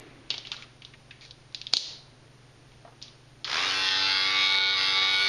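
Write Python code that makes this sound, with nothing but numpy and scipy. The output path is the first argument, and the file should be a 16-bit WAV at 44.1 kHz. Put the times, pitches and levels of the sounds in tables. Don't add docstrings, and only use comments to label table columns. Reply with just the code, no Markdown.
import sys
import numpy as np
from scipy import signal
from scipy.fft import rfft, irfft
from scipy.io import wavfile
from scipy.ndimage import uniform_filter1d, minimum_filter1d

SR = 44100
rng = np.random.default_rng(int(sys.argv[2]) if len(sys.argv) > 2 else 0)


def waveform_to_disk(signal):
    frames = np.transpose(np.atleast_2d(signal))
    scaled = np.clip(frames, -1, 1) * 32767
    samples = np.round(scaled).astype(np.int16)
    wavfile.write(sys.argv[1], SR, samples)


def natural_amplitude(level_db):
    exponent = np.asarray(level_db, float) / 20
    return 10 ** exponent


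N = 233199
START_S = 3.45
FULL_SPEED, SETTLED_SPEED = 96, 95.2


def evened(x):
    return x / np.sqrt(np.mean(x ** 2) + 1e-20)


def read(points, hz):
    f, value = np.transpose(points)
    return np.interp(np.log(hz + 1), np.log(f + 1), value)


def add(mix, start_s, sound):
    part = mix[round(start_s * SR):][:len(sound)]
    part += sound[:len(part)]


def coloured(x, points):
    return irfft(rfft(x) * natural_amplitude(read(points, np.fft.rfftfreq(len(x), 1 / SR))), len(x))


def coloured_noise(count, points):
    return evened(coloured(rng.standard_normal(count), points))


def resonate(x, hz, width_hz):
    return signal.lfilter(*signal.iirpeak(hz, hz / width_hz, SR), x)


def drift(t, per_s, count):
    f, phase = rng.random((2, count, 12, 1))
    return np.sin(2 * np.pi * (per_s * f * t + phase)).sum(1) / np.sqrt(6)


def comb(jolts, db, hz, low_db, width_hz, boom_share):
    ring = resonate(jolts, hz, width_hz)
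    ring = resonate(ring, hz, 3.6 * width_hz)
    ring = resonate(ring, hz, 2.0 * width_hz)
    bright = resonate(resonate(jolts, 5550, 2700), 7180, 5900)
    ring = ring + 0.37 * natural_amplitude(0.92 * db) * bright
    knock = resonate(resonate(jolts, 800, 1300), 1300, 3000)
    knock = knock + boom_share * resonate(jolts, 330, 370)
    return ring / abs(ring).max() + natural_amplitude(low_db - 1) * knock / abs(knock).max()


def click(db, hz, low_db, rattle_s):
    t = np.arange(2400) / SR
    hits = rng.standard_normal(2400) * (rng.random(2400) < .1)
    jolts = 2.16 * hits * np.exp(-t / max(rattle_s, .0004))
    jolts[0] = 1.25
    near = natural_amplitude(db) * comb(jolts, db, hz, low_db, width_hz=1365, boom_share=0.62)
    room_knock_db = -5
    around = comb(1. * (t == 0), db, hz, low_db + room_knock_db, width_hz=1740, boom_share=8.3)
    return near, around * np.linalg.norm(near) / np.linalg.norm(around)


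# start_s, peak_db, ring_hz, room_db
FUMBLES = [(0.3034, -15, 3970, -13), (.3047, -16, 3570, -3.5), (0.312, -20.5, 3070, -1.5),
           (0.3408, -22.5, 3160, -10), (0.3805, -19, 4180, -9.5), (0.4506, -31, 2900, 1),
           (.4697, -26.5, 3900, -7), (0.517, -17, 3830, -10), (0.5207, -26, 2800, -2.5),
           (0.5657, -29.5, 3850, -5), (0.6235, -29.5, 2400, -11), (0.8204, -34.5, 3040, -5),
           (0.8495, -27.5, 3670, -9), (0.9366, -39, 2240, -13), (1.1083, -34, 2420, -6),
           (1.2100, -38, 4000, 5), (1.251, -33, 3950, -2), (1.309, -30.5, 4060, -13),
           (1.5244, -46, 4160, -11), (2.7186, -46, 2780, -5), (3.0160, -34, 3530, 5),
           (3.0808, -40, 3400, -16)]
# start_s, peak_db, ring_hz, room_db
NOTCHES = [
    (1.5466, -18, 4000, -8.5),
    (1.6148, -23, 3750, -9),
    (1.6685, -18.5, 3650, -10.5),
    (1.7367, -10, 4400, 5),
    (3.0254, -22.5, 4830, -5.5),
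]
# start_s, peak_db, ring_hz, knock_rel_db, rattle_s
SNAPS = [
    (1.7364, -2, 4310, -14.5, 0.00073),
    (1.7687, 1.5, 4430, -26.5, 0.0024),
    (3.4448, -16.5, 3980, -19.5, 0.003),
]


def clicks():
    rows = []
    for s, db, hz, room_db in FUMBLES:
        pressed_db = 4.5 * (s < .7)
        knock_db = -16 + pressed_db - 9 * np.log2(hz / 3000)
        rows.append((s, db, hz, room_db, knock_db, 0.0036 * (3000 / hz) ** 2.6))
    notch_knock_db, notch_rattle_s, snap_room_db = -33, .0012, -3.5
    rows += [(*row, notch_knock_db, notch_rattle_s) for row in NOTCHES]
    return rows + [(s, db, hz, snap_room_db, *rest) for s, db, hz, *rest in SNAPS]


# start_s, length_s, level_db, squeak_hz
SCRAPES = [
    (0.294, 0.0068, -57, 3680),
    (0.527, 0.0224, -48, 1410),
    (0.568, .088, -58, 1320),
    (1.209, 0.059, -57.5, 2400),
    (1.725, 0.028, -41, 4960),
]


def scrape(length_s, db, squeak_hz):
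    slips = rng.standard_normal(4000) * natural_amplitude(1.1 * rng.exponential(1, 4000))
    rub = evened(resonate(slips, squeak_hz, 220)) + evened(resonate(slips, 3500, 2200))
    count = round(length_s * SR)
    return natural_amplitude(db) * rub[:count] * signal.windows.tukey(count, .3)


# start_s, peak_db, ring_hz, length_s
BUMPS = [
    (2.848, -40, 750, 0.035),
    (2.875, -45, 813, 0.06),
    (2.922, -49, 724, 0.06),
]


def bump(db, hz, length_s):
    t = np.arange(4000) / SR
    push = rng.standard_normal(4000) * np.exp(-t / length_s * 3)
    thud = resonate(resonate(push, hz, 750), hz, 750)
    return natural_amplitude(db) * thud / abs(thud).max()


# delay_s, level_db
WALLS = [(.0016, -20), (.0043, -10), (.0085, -17), (0.0167, -30)]


def handling():
    direct, wet = np.zeros((2, N))
    for s, db, hz, room_db, low_db, rattle_s in clicks():
        near, around = click(db, hz, low_db, rattle_s)
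        add(direct, s, near)
        add(wet, s, natural_amplitude(room_db) * around)
    for s, length_s, db, hz in SCRAPES:
        add(direct, s, scrape(length_s, db, hz))
    for s, db, hz, length_s in BUMPS:
        add(direct, s, bump(db, hz, length_s))
    echoes = sum(natural_amplitude(db) * np.roll(direct, round(s * SR)) for s, db in WALLS)
    return direct + echoes, wet


# time_s, speed_turns_per_s
RUNNING = [(3.9, 95.3), (4.2, 96.15), (4.44, 96.8), (4.64, 97.1), (4.73, 97.05), (4.8, 96.05), (4.94, 96.4),
           (5.1, 97.0), (5.3, 97.4)]


def shaft(t):
    kick, spin_up_s, shape = .315, .083, 1.5
    behind = (1 - kick) * np.exp(-(np.maximum(t - START_S, 0) / spin_up_s) ** shape)
    return np.interp(t, *np.transpose(RUNNING)) * (1 - behind)


# ring_hz, width_hz, level_db
CASING = [(765.4, 14, -56), (1159, 16.3, -40), (1339, 27, -42), (1439, 8.8, -40.5), (1457, 6.8, -33.5),
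          (1533, 21, -41), (2116, 57, -38.5), (2227, 45, -31), (2339, 42, -37.5), (2680, 48, -37.5),
          (2714, 29, -49)]
# ring_hz, width_hz, level_db
CASING_UPPER = [(3042, 5.3, -33.5), (3204, 5.3, -41), (3456, 68, -45.5), (3430, 8, -38), (3600, 25, -36),
                (3700, 31, -61), (3776, 40, -30), (4060, 26, -45), (4000, 11, -52), (4194, 15, -47),
                (4210, 39, -39.5), (4370, 48, -38), (4510, 26, -33.5), (5000, 30, -37)]


def singing(t, speed, turns):
    modes, out = CASING + CASING_UPPER, 0
    waver = np.repeat(drift(t[::64], 12.0, count=len(modes)), 64, axis=1)[:, :len(t)]
    for (hz, width_hz, db), w in zip(modes, waver):
        k = np.round(hz / speed)
        near = 1 / (1 + (2 * (k * speed - hz) / width_hz) ** 2)
        near = near * np.cos(np.pi * (hz / speed - k)) ** 2
        phase = 2 * np.pi * k * turns + (k < 30) * k ** 2
        out = out + np.sqrt(2) * natural_amplitude(db + 1.1 * w) * near * np.cos(phase)
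    ring_from = 92.5
    return out * np.clip((speed - ring_from) / (SETTLED_SPEED - ring_from), 0, 1) ** 2


# freq_hz, level_db
CHATTER = [(700, -17), (1100, -7), (1500, -5.5), (2200, -1.5), (2500, -3.5), (3000, -2), (3600, 2.5),
           (4400, -1), (5100, -3.5), (5500, -13.5), (6500, -19), (7300, -34.5), (7800, -61)]


def chatter(t, speed, turns, tilt_db, knock):
    order = np.arange(11, 80)[:, None]
    slow = slice(None, None, 64)
    f = order * speed[slow]
    a, b = drift(t[slow], 3.0, count=2 * len(order)).reshape(2, len(order), -1)
    return_knock = .45
    straight = np.exp(-((f - 4000) / 1100) ** 2) * knock[slow]
    straight = straight * (1 - return_knock * (-1.) ** order) * .85
    z = natural_amplitude(read(CHATTER, f) + tilt_db[slow] * np.log2(f / 2500))
    z = z * (straight + .65 * (a + 1j * b))
    sung = [round(hz / FULL_SPEED) for hz, *_ in CASING + CASING_UPPER]
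    z = z * np.where(np.isin(order, sung), .4, 1)
    lines = 0
    for k, row in zip(order[:, 0], z):
        lines = lines + (np.interp(t, t[slow], row) * np.exp(2j * np.pi * k * turns)).real
    power = uniform_filter1d((abs(z) ** 2).sum(0), 200)
    return lines / np.sqrt(np.interp(t, t[slow], power) / 2)


def rubbing(strokes, tilt_db):
    def tilted(db_per_octave):
        points = [(hz, db + db_per_octave * np.log2(hz / 2500)) for hz, db in CHATTER]
        return coloured_noise(len(strokes), points)
    mix = np.clip(.5 + tilt_db / 8, 0, 1)
    return evened(strokes * (np.sqrt(1 - mix) * tilted(-4) + np.sqrt(mix) * tilted(4)))


# freq_hz, level_db
LOOSE = [(500, -7), (800, -11.5), (1600, 4), (2200, 0.5), (3000, -13), (5000, 5.5), (6500, -7.5),
         (7500, -12.5), (8500, -13)]


def loose_blades(t, strokes):
    rise_s, until_s, fade_s = 0.083, 3.66, 0.21
    rattle = strokes * coloured_noise(len(t), LOOSE) * natural_amplitude(-33.5)
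    rise = np.minimum((t - START_S) / rise_s, 1)
    return rattle * rise * np.exp(-(np.maximum(t - until_s, 0) / fade_s) ** 2)


# shaft_order, level_db
LOW_ORDERS = [(1, -64.5), (2, -74), (3, -58.5), (4, -55.5), (5, -54), (6, -63), (7, -60.5), (8, -52),
              (9, -50), (10, -74.5)]


def motor_hum(t, turns):
    sway = drift(t, 4.0, count=len(LOW_ORDERS))
    out = 0
    for (k, db), w in zip(LOW_ORDERS, sway):
        out = out + natural_amplitude(db + 1.6 * w) * np.sqrt(2) * np.cos(2 * np.pi * (k * turns + rng.random()))
    return out


# freq_hz, density_db_per_hz
TOP = [(7000, -61), (8000, -26.5), (8600, 4), (9200, 1.5), (9800, 14), (10200, -2), (11000, 2),
       (11900, 1.5), (12300, 14), (12600, 3.5), (13000, -30.5)]


def blade_fizz(t):
    return coloured_noise(len(t), TOP) * natural_amplitude(-45 + 2.0 * drift(t, 4.0, count=1)[0])


# time_s, chatter_db, tilt_db_per_octave, straight_knock
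HAND = [(3.6, -27.5, -4, 0.33), (3.76, -31.5, 0.5, 0.15), (3.88, -26, 1.5, 0.44), (4.1, -27, 1.5, .8),
        (4.32, -27, 1, 0.37), (4.46, -26.5, 2.5, 1), (4.72, -28.5, 1.5, 2), (4.82, -26, 1.5, 1.14),
        (5.0, -27, 1.5, 1.3), (5.3, -29, 1.5, 0.75)]


def trimmer():
    t = np.arange(START_S, N / SR, 1 / SR)
    time_s, *columns = np.transpose(HAND)
    db, tilt_db, knock = (np.interp(t, time_s, c) for c in columns)
    speed = shaft(t)
    turns = np.cumsum(speed) / SR
    db = db + 20 * 1.52 * np.log10(speed / FULL_SPEED)
    noisy = np.clip(.19 + 1.1 * np.maximum(1 - speed / SETTLED_SPEED, 0) ** .5, 0, .8)
    strokes = 1 + .5 * np.cos(2 * np.pi * turns) + 0.39 * np.cos(4 * np.pi * turns)
    lines = natural_amplitude(db) * np.sqrt(1 - noisy) * chatter(t, speed, turns, tilt_db, knock)
    hiss = natural_amplitude(db) * np.sqrt(noisy) * rubbing(strokes, tilt_db) + loose_blades(t, strokes)
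    hiss = signal.lfilter(*signal.butter(2, 450, 'high', fs=SR), hiss)
    steady = (motor_hum(t, turns) + blade_fizz(t)) * (speed / FULL_SPEED) ** 3
    out = np.zeros(N)
    add(out, t[0], lines + hiss + singing(t, speed, turns) + steady)
    return out


# freq_hz, t60_s
TILES = [(250, 0.51), (1000, 1), (2500, 0.43), (5000, 0.45), (8000, 0.32)]


def room(x):
    at = np.arange(200, SR - 20, 20)
    taps = np.zeros(SR)
    taps[at + rng.integers(0, 20, len(at))] = rng.choice([-1., 1.], len(at))
    hz, t, z = signal.stft(taps, SR, nperseg=256)
    decay = natural_amplitude(-60 * t / read(TILES, hz)[:, None])
    tail = signal.istft(z * decay, SR, nperseg=256)[1]
    return signal.fftconvolve(x, tail / np.linalg.norm(tail))[:N]


# freq_hz, density_db_per_hz
AIR = [(20, -9), (60, -8.5), (100, -9.5), (130, -13.5), (190, -13), (250, -8.5), (420, -11.5), (600, -14.5),
       (1000, -16.5), (4300, -20), (7000, -25), (9000, -17), (12000, -16)]
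# freq_hz, level_db
HUM = [(57.6, -85.5), (119.5, -63.5), (142, -66)]
# freq_hz, density_db_per_hz
FADING = [(88, -19), (150, 1), (177, -23), (271, -0.5), (403, 1), (469, -10.5), (626, -7.5), (1130, -13.5),
          (1350, -14.5), (1960, -10), (4000, -17), (5200, -29), (8800, -120)]


def bathroom():
    t = np.arange(N) / SR
    out = natural_amplitude(-53) * coloured_noise(N, AIR)
    waver = drift(t, 7.4, count=len(HUM))
    for (hz, db), w in zip(HUM, waver):
        out = out + natural_amplitude(db + 0.5 * w) * np.sqrt(2) * np.sin(2 * np.pi * hz * t + .5 * w)
    fading_db, fading_t60_s = -50, 1.57
    return out + coloured_noise(N, FADING) * natural_amplitude(fading_db - 60 * t / fading_t60_s)


def scene():
    direct, wet = handling()
    motor = trimmer()
    motor_room_db = -12
    return (direct + motor + room(wet + natural_amplitude(motor_room_db) * motor) + bathroom())[None]


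def thinned(x, under_db=-38, quiet_db=-101, patchy_db=3):
    hz, _, z = signal.stft(x, SR, nperseg=1024, noverlap=768)
    power = uniform_filter1d(abs(z) ** 2, size=9, axis=1)
    band_db = 10 * np.log10(uniform_filter1d(power, size=7, axis=0) + 1e-16)
    mask_db = 10 * np.log10(power.mean(0) * natural_amplitude(2 * under_db) + natural_amplitude(2 * quiet_db))
    patches = uniform_filter1d(rng.standard_normal(z.shape), size=6, axis=0)
    patches = evened(uniform_filter1d(patches, size=20, axis=1))
    kept = (band_db > mask_db + patchy_db * patches) | (hz[:, None] < 6900)
    return signal.istft(z * np.maximum(kept, .02), SR, nperseg=1024, noverlap=768)[1][:N]


def ducked(x):
    peak_db = 20 * np.log10(-minimum_filter1d(-abs(x), 100) + 1e-9)
    fall_db = np.arange(N) * 95.0 / SR
    held_db = np.maximum.accumulate(peak_db + fall_db) - fall_db
    over_db = np.clip(held_db + 12.5, 0, 11)
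    return x / natural_amplitude(np.roll(uniform_filter1d(over_db, 150), 200))


def band_limit(x):
    return signal.sosfilt(signal.butter(12, 12660, fs=SR, output="sos"), x)


# freq_hz, gain_db
MICROPHONE = [(20, 5.5), (6300, -0.5), (7100, -3.5), (7500, -20.5), (7900, -30), (8300, -14), (8700, -10.5),
              (10000, -13.5), (10500, -17.5), (11100, -33.5), (11600, -19.5), (12400, -25), (12700, -37)]


def record(dry):
    heard = ducked(coloured(dry[0], MICROPHONE))
    return band_limit(thinned(heard)[None])


dry = scene()
out = record(dry)
waveform_to_disk(out)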